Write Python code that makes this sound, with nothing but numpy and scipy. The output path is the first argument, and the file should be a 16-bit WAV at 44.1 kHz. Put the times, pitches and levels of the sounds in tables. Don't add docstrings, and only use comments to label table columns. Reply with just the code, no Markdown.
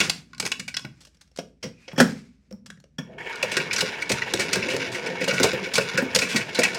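import sys
import numpy as np
from scipy import signal
from scipy.fft import rfft, irfft
from scipy.io import wavfile
from scipy.ndimage import uniform_filter1d

SR = 44100
rng = np.random.default_rng(int(sys.argv[2]) if len(sys.argv) > 2 else 0)


def digitize_waveform(pressure):
    field = np.atleast_2d(pressure).T
    bounded = np.clip(field, -1, 1)
    quanta = np.round(bounded * 32767).astype(np.int16)
    wavfile.write(sys.argv[1], SR, quanta)


N = 298998

# (frequency [Hz], level [dB], t60 [s])
PLASTIC_MODES = [(1070, -17, .065), (1460, -4, .032), (1620, -8, .022), (1900, -7, .02), (2270, -1, .022),
                 (2600, -2, .018), (2910, -5, .015), (3400, -8, .014), (4050, -5, .018), (4450, -7, .015),
                 (5120, -4, .014), (5800, -6, .014), (7000, -9, .006)]
# (frequency [Hz], level [dB], t60 [s])
CABINET_MODES = [(128, -7, .05), (170, -2, .055), (205, -1, .045), (235, -2, .04), (285, -8, .03),
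                 (335, -9, .025), (388, -2, .038), (440, -3, .028), (505, 0, .028), (570, -4, .022),
                 (640, -5, .022)]

RISE_SHARE = .3


def undb(db):
    return 10 ** (np.asarray(db) / 20)


def unit(x):
    return x / np.sqrt(np.mean(x ** 2))


def coloured(x, points):
    hz, db = np.transpose(points)
    bins = np.arange(1, len(x) // 2 + 2) * SR / len(x)
    gain = undb(np.interp(np.log(bins), np.log(hz), db))
    return irfft(rfft(x) * gain, len(x))


def ring(x, hz, t60):
    radius = np.exp(-np.log(1000) / (t60 * SR))
    angle = 2 * np.pi * hz / SR
    tiny = 1e-18
    return signal.lfilter([0, radius * np.sin(angle)], [1, -2 * radius * np.cos(angle), radius ** 2], x + tiny)


def walk(rate):
    hold = int(SR / rate)
    steps = np.repeat(rng.standard_normal(N // hold + 1), hold)
    return unit(uniform_filter1d(uniform_filter1d(steps, hold), hold)[:N])


def curves(table, off_db=-110):
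    s, *columns = np.transpose(table)
    t = np.arange(N) / SR
    return [undb(np.interp(t, s, column, left=off_db, right=off_db)) for column in columns]


def grains(rate, spread_db):
    chance = rng.random((3, N))
    present = chance[0] < rate / SR
    sign = np.sign(chance[1] - .5)
    size = undb(-spread_db * np.log(chance[2] + 0.078))
    return unit(present * sign * size)


def struck(force, modes, s, spot_hz, reach_oct, far_share, scatter_db):
    latest = np.maximum(np.searchsorted(s, np.arange(N) / SR) - 1, 0)
    away = np.log2(np.array(modes)[:, 0] / spot_hz[:, None]) / reach_oct
    weight = far_share + np.exp(-away ** 2)
    weight = weight * undb(scatter_db * rng.standard_normal(away.shape))
    weight /= np.sqrt(np.mean(weight ** 2, axis=1, keepdims=True))
    out = 0
    for k, (hz, db, t60) in enumerate(modes):
        out = out + (-1) ** k * undb(db) * ring(force * weight[latest, k], hz, t60)
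    return out


def chorus(force, modes, flicker_db, rate):
    out = 0
    for k, (hz, db, t60) in enumerate(modes):
        level = undb(db + flicker_db * walk(rate))
        out = out + (-1) ** k * level * unit(ring(force, hz, t60))
    return unit(out)


def bursts(s, db, decay_s, rise_share):
    out = np.zeros(N + SR)
    t = np.arange(SR // 8) / SR
    for start, gain, tau in zip(s, undb(db), np.maximum(decay_s, .0005)):
        i = max(int(start * SR), 0)
        shape = np.exp(-t / tau) * (1 - np.exp(-t / (rise_share * tau)))
        out[i:i + len(t)] += gain * shape / np.sqrt(tau * SR)
    return out[:N]


def rattle(table, modes, crunch_colour):
    s, clack_db, spot_hz, crack_db, decay_ms = np.transpose(table)
    contacts = grains(9000, 2.9) * bursts(s, clack_db, decay_ms / 1000, RISE_SHARE)
    clack = struck(contacts, modes, s, spot_hz, reach_oct=.35, far_share=.4, scatter_db=3)
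    crunch = coloured(contacts, crunch_colour)
    crack = grains(14000, 5.5) * bursts(s, clack_db + crack_db, decay_ms / 1000, RISE_SHARE)
    crack = coloured(crack, [(2500, -10.0), (4500, -3.0), (8000, -8.5), (11000, -19.0), (16000, -32.5)])
    return undb(-2.5) * clack + undb(8.0) * crunch + undb(28.5) * crack


def car_knocks():
    # (time [s], clack [dB], favoured ring [Hz], crack relative to clack [dB], rattle decay time [ms])
    blows = [(.002, -5, 2440, -3, 5.1), (.01, -1, 3070, -28, 2.8), (.0962, -7.5, 4300, 0.5, 4.4),
             (.3316, -28.5, 1080, -18, 3), (.347, -34, 3200, -8, 2.8), (.3805, -32, 4840, 1.5, 2.2),
             (.3985, -18, 2200, 8.5, 5.3), (.4249, -20, 2550, -6, 3.7), (.4519, -11.5, 5350, -4, 4),
             (.4624, -20, 2380, 7.5, 3.2), (.4744, -28, 2280, 9, 2.6), (.5167, -5.5, 2840, -8.5, 4.3),
             (.595, -17, 1980, -2, 5.8), (.6784, -20.5, 2400, -0.5, 7.9), (.7412, -14, 5400, -17, 4),
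             (.7672, -8, 4680, -8.5, 3.1), (.7941, -26, 1040, -2.5, 0.98), (.849, -22.5, 1830, -14, 2.4),
             (3.3558, -25, 1475, -1.5, 3.3), (3.4265, -6, 2550, -7.5, 6.6), (3.5153, -15, 2870, 0.5, 10.5),
             (3.5666, -2, 1880, -7.5, 7.2), (3.5986, -12.5, 2350, -26, 6.8),
             (3.7088, -10.5, 2280, -32, 7.4), (3.7288, -12.5, 2420, 1.5, 9.3), (3.7602, -8, 4970, -11, 7.9),
             (3.7806, -9.5, 1480, -2, 11), (3.8056, -7, 3370, -1, 7.2), (4.0206, -14.5, 2270, -7.5, 6),
             (4.0924, -11, 2480, 0, 14), (4.1174, -13, 2510, 6, 4.8), (4.2182, -10.5, 2270, -36, 5),
             (4.3364, -14, 1590, 5.5, 3.5), (4.3918, -7.5, 1900, -0.5, 19.4), (4.5289, -5.5, 3180, -1, 7.7),
             (4.5559, -7, 1650, -8.5, 2.9), (4.6242, -13, 2270, -32, 5.7), (4.6841, -13, 2170, -9, 8.1),
             (4.6956, -11, 2540, -6.5, 37), (4.765, -25, 5100, 7, 2.2), (4.8133, -17, 2250, -20, 15),
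             (4.915, -22, 5100, 1, 25), (4.944, -14.5, 2180, -9, 16), (5.0602, -14, 1970, -12, 7.3),
             (5.0712, -20, 2270, -11, 5.5), (5.2044, -11.5, 2120, -14, 16), (5.2398, -18.5, 2320, 2, 6.4),
             (5.2787, -6, 2700, -7, 11), (5.3077, -8.5, 1730, -27, 6.2), (5.3301, -11, 1570, -5, 31),
             (5.38, -12, 2090, -21, 2.6), (5.3985, -15, 1430, -2, 2.3), (5.4299, -14.5, 4160, 14, 7.6),
             (5.4424, -11.5, 2270, -12, 14), (5.6579, -17.5, 2310, -19, 5.4), (5.7357, -16, 5130, 7.5, 11),
             (5.7532, -8, 2880, 0, 11), (5.7806, -3, 1200, -9.5, 3.7), (5.804, -14.5, 2240, -4, 20),
             (5.9737, 0, 1650, -11.5, 9.7), (6.1478, -15, 4450, 12.5, 5.9), (6.1597, -7.5, 2500, 4.5, 2.9),
             (6.1867, -10, 5230, 3.5, 7), (6.2116, -7, 2380, -4.5, 22), (6.284, -8, 2940, -5.5, 50),
             (6.3588, -9, 1950, 1.5, 10.7), (6.4077, -12, 2550, -21, 9.2), (6.5454, -9.5, 3720, -7.5, 13),
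             (6.5883, -8.5, 1790, 1, 8.6), (6.615, -12, 2270, -29, 9.5), (6.6322, -3.5, 2280, -1, 9.5),
             (6.6494, -12, 2380, -26, 8.5), (6.7449, -16.5, 4230, -1.5, 6.9)]
    # (frequency [Hz], level [dB])
    crunch_colour = [(300, -36.5), (1000, -11), (1500, 7.5), (2500, -5.5), (5000, -12), (9000, -18.5)]
    return rattle(blows, PLASTIC_MODES, crunch_colour)


def handling():
    # (time [s], rustle [dB], low shuffle [dB])
    brushing = [(0, -29.5, -38), (.25, -59, -57), (.45, -76.5, -47), (.9, -66, -51), (1.05, -75.5, -69),
                (1.3, -76, -79), (1.6, -87, -78), (1.66, -55.5, -32), (1.76, -70, -59), (1.86, -58.5, -68),
                (1.95, -59, -44.5), (2.1, -43.5, -62), (2.34, -73, -75), (2.62, -85, -53.5),
                (2.73, -88, -51.5), (2.985, -83, -69)]
    # (frequency [Hz], level [dB])
    rustle_colour = [(600, -10.5), (1200, -6.5), (2300, -1), (3200, -9), (5000, -6), (8000, -14),
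                     (15000, -35.5)]
    rustle, shuffle = curves(brushing)
    skin = coloured(grains(6000, 3) * undb(2.5 * walk(30)), rustle_colour)
    low_modes = [mode for mode in CABINET_MODES if mode[0] < 250]
    return rustle * unit(skin) + shuffle * chorus(rng.standard_normal(N), low_modes, 3, 12)


def thuds():
    # (time [s], level [dB], favoured ring [Hz])
    landings = [(.004, -18, 393), (0.078, -23, 170), (0.402, -30, 190), (.428, -23, 398), (0.45, -23, 390),
                (0.594, -32, 186), (0.848, -26.5, 194), (1.389, -28, 223), (1.641, -21.5, 202),
                (1.933, -26.5, 159), (1.982, -9.5, 198), (2.005, 2, 266), (2.079, -21, 234),
                (2.513, -33.5, 397), (2.528, -34, 179.6), (2.987, -22.5, 215), (3.432, -13, 524),
                (3.526, -24, 484), (3.571, -14.5, 430), (3.823, -12.5, 484), (4.104, -10.5, 500),
                (4.128, -20, 150), (4.341, -11.5, 500), (4.392, -19.5, 418), (4.561, -10, 384),
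                (4.691, -22, 430), (4.738, -13, 455), (5.214, -17.5, 480), (5.278, -11.5, 523),
                (5.328, -14, 236), (5.403, -6.5, 337), (5.443, -4.5, 420), (5.533, -12, 503),
                (5.67, -23, 420), (5.78, -5.5, 513), (5.943, -21, 196), (5.984, -14.5, 544),
                (6.024, -12, 298), (6.159, -9.5, 543), (6.225, -15.5, 490), (6.347, -14, 219),
                (6.589, -5.5, 460), (6.655, -24.5, 184)]
    shudder_db, shudder_decay_s = 4, .013
    s, db, spot_hz = np.transpose(landings)
    decay_s = np.full(len(s), shudder_decay_s)
    push = undb(shudder_db) * rng.standard_normal(N) * bursts(s, db, decay_s, RISE_SHARE)
    push[(s * SR).astype(int) + 1] += undb(db)
    slap = coloured(push, [(60, -35), (150, -20.5), (350, -12), (800, 2.5), (1400, -4), (3000, -25.5)])
    boom = struck(push, CABINET_MODES, s, spot_hz, reach_oct=0.4, far_share=.35, scatter_db=3)
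    return undb(-4) * boom + undb(17.5) * slap


def room(x):
    # (frequency [Hz], t60 [s])
    decay_table = [(150, 0.57), (500, 0.29), (2000, 0.27), (6000, 0.26), (14000, 0.27)]
    level_db, path_cycle_s = -10.5, .047
    t = np.arange(SR // 2) / SR
    paths = np.arange(3)[:, None]
    decay_hz, decay_t60 = np.transpose(decay_table)
    tails = 0
    for hz in 90 * 2. ** np.arange(8):
        t60 = np.interp(np.log(hz), np.log(decay_hz), decay_t60)
        octave = signal.butter(2, [hz / np.sqrt(2), hz * np.sqrt(2)], "band", fs=SR, output="sos")
        band = signal.sosfilt(octave, rng.standard_normal((len(paths), len(t))))
        tails = tails + band * undb(-60 * t / t60)
    tails = tails * (1 - np.exp(-t / 0.00067))
    tails = tails / np.sqrt(np.sum(tails ** 2, axis=1, keepdims=True))
    share = np.cos(np.pi * (np.arange(N) / SR / path_cycle_s - paths / len(paths))) ** 4
    share = share / np.sqrt(np.sum(share ** 2, axis=0))
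    return undb(level_db) * signal.fftconvolve(x * share, tails, axes=1)[:, :N].sum(axis=0)


def background():
    # (frequency [Hz], level [dB])
    air_colour = [(30, -27.5), (45, -5), (60, 5.5), (85, -6), (160, 3.5), (400, -18), (1200, -38.5),
                  (5000, -48.5), (16000, -54.5)]
    # (frequency [Hz], rms level [dB])
    tones = [(58, -68), (80, -71.5)]
    out = undb(-66.5) * unit(coloured(rng.standard_normal(N), air_colour))
    t = np.arange(N) / SR
    for hz, db in tones:
        out = out + np.sqrt(2) * undb(db) * np.sin(2 * np.pi * hz * t)
    return out


def casing_taps():
    # (time [s], clack [dB], favoured ring [Hz], crack relative to clack [dB], rattle decay time [ms])
    blows = [(1.0048, -49, 5470, 14, 14), (1.0339, -46.5, 5200, -13, 2.8), (1.0495, -45.5, 6050, 10, 5),
             (1.0694, -44.5, 5270, 3, 5.9), (1.1453, -50.5, 3460, 2, 5), (1.1697, -52, 5080, -4, 3.3),
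             (1.2103, -45, 3600, 10, 6.8), (1.2744, -54.5, 5260, -2, 5), (1.3144, -54, 5530, -2, 2.7),
             (1.361, -48.5, 2980, 16, 4), (1.3734, -40, 5030, 9, 2.5), (1.386, -17, 720, -9.5, 7.2),
             (1.4144, -53, 4720, 0, 3), (1.6269, -16.5, 1770, -9.5, 17), (1.8788, -22.5, 2140, -27.5, 8.8),
             (1.9132, -28, 2070, -37, 9.4), (1.9586, -25.5, 1350, -32, 11), (1.977, -3.5, 2250, -11.5, 30),
             (2, 2, 1460, -7, 6.3), (2.5078, -41, 2200, -8, 5), (2.5256, -39, 5570, -14, 1.1),
             (2.66, -33, 4360, 0, 6.1), (2.7011, -27, 2080, -4, 3.7), (2.772, -46.5, 1770, -15, 3.6),
             (2.8007, -48.5, 3200, 3.5, 2.6), (2.84, -41.5, 964, -9.5, 1.9), (2.9831, -17, 2630, -23, 6.5)]
    # (frequency [Hz], level [dB], t60 [s])
    modes = [(544, 7, 0.011), (850, 7.5, 0.0014), (1795, 5.5, 0.0075), (2010, 8, 0.0029),
             (3360, -3.5, 0.017), (3400, -17.5, 0.011), (5500, 5, 0.006)]
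    # (frequency [Hz], level [dB])
    crunch_colour = [(200, -23.5), (700, -1.5), (1500, 13.5), (3000, 3.5), (6000, -18), (9000, -27.5)]
    return rattle(blows, modes, crunch_colour)


def hinge():
    # (time [s], level [dB])
    swing = [(1.72, -70), (1.88, -58)]
    return curves(swing)[0] * unit(ring(grains(1500, 2.5), hz=2480, t60=.02))


def motor():
    # (frequency [Hz], level [dB], t60 [s])
    gearbox_modes = [(440, -4, 0.048), (934.4, -4, 0.029), (1580, -0.5, 0.0036), (1830, -0.5, 0.015),
                     (2203, -1, 0.041), (2620, 0.5, 0.0025), (3434, -14, 0.011), (6700, -27, 0.0076)]
    switch_s, catch_s, bite_s = 2.99, 3.176, .008
    start_db, wound_db, run_db = -52, -62.5, -36.5
    (whirr,) = curves([(switch_s, start_db), (catch_s, wound_db),
                       (catch_s + bite_s, run_db), (N / SR, run_db)])
    gears = chorus(grains(1500, 3.5) * undb(2 * walk(80)), gearbox_modes, 1.8, 45)
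    hiss = coloured(grains(4200, 2.5), [(2500, -11.0), (5000, 8.5), (9000, -6.5), (16000, -32)])
    brushes = undb(-23) * unit(hiss)
    return whirr * (gears + brushes)


def turning_drum():
    # (time [s], rumble through the cabinet [dB], jitter of the car [dB])
    turning = [(3.02, -69, -82), (3.1, -44, -79.5), (3.34, -50, -45.5), (3.62, -39, -37),
               (4.11, -47, -39.5), (4.62, -32.5, -32), (4.97, -39.5, -39.5), (5.22, -35.5, -39.5),
               (5.42, -31, -25.5), (5.72, -42.5, -40.5), (6.78, -39.5, -35.5)]
    tilt_db_oct = -3
    ring_share = .55
    rumble, shake = curves(turning)
    drum = chorus(rng.standard_normal(N), CABINET_MODES, 2.9, 14)
    jitter = grains(1000, 4) * undb(3.5 * walk(60) + 1.5 * walk(12))
    light_modes = [(hz, db + tilt_db_oct * np.log2(hz / 1000), ring_share * t60)
                   for hz, db, t60 in PLASTIC_MODES]
    car = chorus(jitter, light_modes, 1.3, 30)
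    hiss = coloured(jitter, [(2000, -4.0), (3500, 4), (6000, -17.5), (9000, -7.0), (16000, -28.5)])
    return rumble * drum + shake * (car + 0.3 * unit(hiss))


def scene():
    hits = car_knocks() + thuds() + casing_taps()
    near = hits + room(hits) + handling() + hinge() + motor() + turning_drum()
    low_cut = signal.butter(3, 93, "high", fs=SR, output="sos")
    return (signal.sosfilt(low_cut, near) + background())[None]


def record(dry):
    rounded = np.tanh(0.83 * dry) / 0.76
    top_cut = signal.ellip(10, .3, 70, 16200, fs=SR, output="sos")
    return signal.sosfilt(top_cut, rounded)


dry = scene()
out = record(dry)
digitize_waveform(out)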